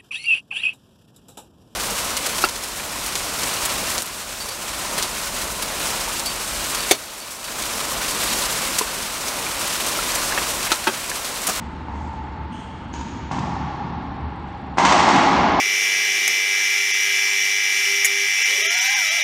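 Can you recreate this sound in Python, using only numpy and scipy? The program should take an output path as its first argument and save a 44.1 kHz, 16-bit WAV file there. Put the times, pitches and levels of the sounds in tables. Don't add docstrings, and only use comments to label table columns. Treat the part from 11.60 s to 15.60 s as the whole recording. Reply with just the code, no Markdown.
import sys
import numpy as np
from scipy import signal
from scipy.fft import rfft, irfft
from scipy.io import wavfile
from scipy.ndimage import uniform_filter1d

SR = 44100
rng = np.random.default_rng(int(sys.argv[2]) if len(sys.argv) > 2 else 0)


def transcribe(signal):
    frames = np.atleast_2d(signal).T
    limited = np.clip(frames, -1, 1)
    pcm = np.round(limited * 32767).astype(np.int16)
    wavfile.write(sys.argv[1], SR, pcm)


def invert_db(x):
    u = np.asarray(x, float) / 20
    return 10 ** u


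N = 176400

# start_s, thump_db, cavity_db, cavity_hz, crack_db
KNOCKS = [
    (-.6, -16.5, -21.5, 887, -17),
    (.283, -27, -22, 879, -35.5),
    (1.337, -17.5, -25.5, 911, -19),
    (2.252, -26, -34, 823, -43),
    (2.872, -32.5, -29.5, 810, -38.5),
]
# start_s, thump_db, cavity_db, cavity_hz, crack_db
FLOOR_BOUNCES = [
    (1.711, -13, -14.5, 829, -15),
]
# start_s, thump_db, cavity_db, cavity_hz, crack_db
HARD_HITS = [
    (3.171, -15, -10, 804, -16),
    (3.177, -19.5, -17.5, 884, -12),
    (3.182, -5.5, 3, 875, -1),
    (3.248, -10.5, -2, 1043, 4),
    (3.33, -12, -5, 765, -7),
    (3.352, -12, -4.5, 841, -7),
    (3.485, -5.5, -5, 711, -2.5),
]
# frequency_hz, level_db (per Hz)
CRACK_COLOUR = [(900, -4.5), (1500, -0.5), (2500, -2.5), (4000, -7), (6000, -8), (7500, -13.5), (9000, -20)]
# start_s, length_s, pitch_hz, level_db, overtone_db
SQUEAKS = [
    (.915, 0.032, 3010, -47, -13),
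    (1.328, 0.014, 6440, -42.5, -47),
    (2.24, 0.019, 3900, -56.5, -43),
    (0.8, 0.024, 1800, -54, -21),
]
# start_s, length_s, level_db
SWISHES = [
    (-0.037, 0.045, -60),
    (0.27, 0.2, -64),
    (0.39, 0.027, -63),
    (.912, 0.086, -61),
    (-.2, .1, -65),
]
# frequency_hz, t60_s (time to fall by 60 dB)
COURT_RING = [(60, 1.8), (250, 7.6), (800, 7.26), (2000, 5), (4000, 3.17), (6500, 1.77), (9000, 1.1)]
# frequency_hz, level_db (per Hz)
AIR_COLOUR = [(50, -3), (90, -6), (240, -6), (450, -19), (1200, -18), (4500, -38), (5200, -56), (9000, -51)]

GRAIN = 2048


def at_hz(points, hz):
    table = np.array(points)
    return np.interp(np.log(hz + 1e-9), np.log(table[:, 0]), table[:, 1])


def rms_one(x):
    return x / np.sqrt(np.mean(x ** 2) + 1e-20)


def ring(x, hz, width_hz):
    r = np.exp(-np.pi * width_hz / SR)
    w = 2 * np.pi * hz / SR
    return signal.lfilter([0, np.sin(w)], [1, -2 * r * np.cos(w), r * r], x)


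def bands(count, gain):
    white = rng.standard_normal((2, count))
    edges = 22 * 2 ** np.arange(0, 9, 1 / 3)
    total = np.zeros(count)
    for k, (low, high) in enumerate(zip(edges, edges[1:])):
        sos = signal.butter(2, [low, high], "band", fs=SR, output="sos")
        total += gain(np.sqrt(low * high)) * signal.sosfilt(sos, white[k % 2])
    return total


def add(track, s, x):
    i = int((s + 1) * SR)
    track[i:i + len(x)] += x


def crack(noise, length_s):
    hz = np.fft.rfftfreq(GRAIN, 1 / SR)
    colour = invert_db(at_hz(CRACK_COLOUR, hz)) * np.clip(hz / 900, 0, 1) ** 2
    t = np.arange(GRAIN) / SR / length_s
    shape = t * np.exp(-4 * t)
    noise = noise * shape
    for _ in range(4):
        spectrum = rfft(noise)
        noise = irfft(spectrum / np.abs(spectrum + 1e-12) * colour) * np.clip(shape / .07, 0, 1)
    return rms_one(noise)


def hits(track, rows, thump_hz, thump_width_hz, cavity_width_hz, lower_db, upper_db, crack_s, shell=0):
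    contact_s, side_width_hz = 0.00036, 264
    t = np.arange(GRAIN) / SR
    push = np.exp(-.5 * ((t - contact_s) / (contact_s / 3)) ** 2)
    push /= push.sum()
    thump = ring(push, thump_hz, thump_width_hz)
    thump -= shell * ring(push, 2.39 * thump_hz, 2 * thump_width_hz)
    for s, thump_db, cavity_db, pitch_hz, crack_db in rows:
        cavity = ring(push, pitch_hz, cavity_width_hz)
        cavity -= invert_db(lower_db) * ring(push, 0.77 * pitch_hz, side_width_hz)
        cavity -= invert_db(upper_db) * ring(push, 1.332 * pitch_hz, side_width_hz)
        cavity += invert_db(-3.5) * ring(push, 2.307 * pitch_hz, side_width_hz)
        add(track, s, invert_db(thump_db) * thump + invert_db(cavity_db) * cavity)
        add(track, s, invert_db(crack_db - 28) * crack(rng.standard_normal(GRAIN), crack_s))


def ball():
    out = np.zeros(N + 2 * SR)
    hits(out, KNOCKS, thump_hz=252.5, thump_width_hz=194, cavity_width_hz=49.5,
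         lower_db=-19.5, upper_db=-5, crack_s=.008)
    hits(out, FLOOR_BOUNCES, thump_hz=130.5, thump_width_hz=70.5, cavity_width_hz=87.5,
         lower_db=-15, upper_db=2, crack_s=.022, shell=invert_db(-7))
    hits(out, HARD_HITS, thump_hz=293.5, thump_width_hz=185, cavity_width_hz=151.5,
         lower_db=-4.5, upper_db=-2, crack_s=.014)
    return signal.sosfilt(signal.butter(3, 120, "high", fs=SR, output="sos"), out)


def squeaks():
    out = np.zeros(N + 2 * SR)
    jitter_hz, third_db = 290, 4
    for s, length_s, pitch_hz, level_db, overtone_db in SQUEAKS:
        n = int(length_s * SR)
        waver = uniform_filter1d(rng.standard_normal(SR // 2), size=130)[:n]
        pitch = pitch_hz + jitter_hz * rms_one(waver - waver.mean())
        phase = np.cumsum(2 * np.pi / SR * pitch)
        overtones = np.sin(2 * phase) + invert_db(third_db) * np.sin(3 * phase)
        tone = np.sin(phase) + invert_db(overtone_db) * overtones
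        add(out, s, invert_db(level_db) * tone * np.hanning(n) ** .5)
    return out


def swishes():
    out = np.zeros(N + 2 * SR)
    sos = signal.butter(2, [3320, 8500], "band", fs=SR, output="sos")
    for s, length_s, level_db in SWISHES:
        n = int(length_s * SR)
        hiss = rms_one(signal.sosfilt(sos, rng.standard_normal(SR // 2)))[:n]
        add(out, s, invert_db(level_db) * hiss * np.hanning(n))
    return out


def court(x):
    tail_db, build_s = -28.5, 0.0027
    flutter_s, flutter_db, flutter_t60_s = .073, 4.5, .6
    t = np.arange(N + SR) / SR
    answer = bands(len(t), lambda hz: invert_db(tail_db - 60 * t / at_hz(COURT_RING, hz)))
    answer *= 1 - np.exp(-t / build_s)
    answer[0] += 1
    slaps = flutter_s * np.arange(1, 9)
    for k, lag_s in enumerate((.0, .0013, .0031)):
        level = invert_db(flutter_db - 6.4 * k - 60 * slaps / flutter_t60_s)
        answer[((slaps + lag_s) * SR).astype(int)] += (-1) ** k * level
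    return signal.fftconvolve(x, answer)[SR:SR + N]


def ventilation():
    patchy_db = -0.26
    knots = np.arange(0, N + 2 * SR, 3000)

    def patches():
        return patchy_db * np.interp(np.arange(N + SR), knots, rng.standard_normal(len(knots)))

    air = bands(N + SR, lambda hz: invert_db(at_hz(AIR_COLOUR, hz) + patches()))[SR:]
    hum = ring(rng.standard_normal(N + SR), 74.2, 6.1)[SR:]
    return invert_db(-35) * rms_one(air) + invert_db(-34) * rms_one(hum)


def scene():
    return (court(ball() + squeaks() + swishes()) + ventilation())[None]


def drop_faint_treble(x):
    hole_db, spread_db, from_hz = -30, 3.5, 3000
    hz, _, z = signal.stft(x, SR, nperseg=1024)
    power = np.abs(z) ** 2
    group = np.repeat(power[:512].reshape(64, 8, -1).mean(1), 8, 0)
    luck = np.repeat(rng.standard_normal((64, z.shape[1])), 8, 0)
    limit = power.mean(0) * invert_db(hole_db + spread_db * luck) ** 2
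    weak = (group + power[:512]) / 2 < limit
    z[:512] *= ~(weak & (hz[:512, None] > from_hz))
    return signal.istft(z, SR, nperseg=1024)[1][:N]


def band_limit(x):
    return signal.sosfilt(signal.butter(12, 9300, fs=SR, output="sos"), x)


def record(dry):
    knee_db, squeeze, release_db_per_s, clip = -14, 0.2, 20.5, .69
    level = 10 * np.log10(uniform_filter1d(dry[0] ** 2, size=220) + 1e-12)
    fall = release_db_per_s * np.arange(N) / SR
    held = np.maximum.accumulate(level + fall) - fall
    gain = invert_db(-squeeze * uniform_filter1d(np.maximum(held - knee_db, 0), size=220))
    x = signal.sosfilt(signal.cheby2(12, 70, 9000 * 1.218, fs=SR, output="sos"), dry * gain)
    x = signal.sosfilt(signal.butter(2, 62.5, "high", fs=SR, output="sos"), x)
    mix = np.clip(drop_faint_treble(x[0])[None], -clip, clip)
    return band_limit(mix)


dry = scene()
out = record(dry)
transcribe(out)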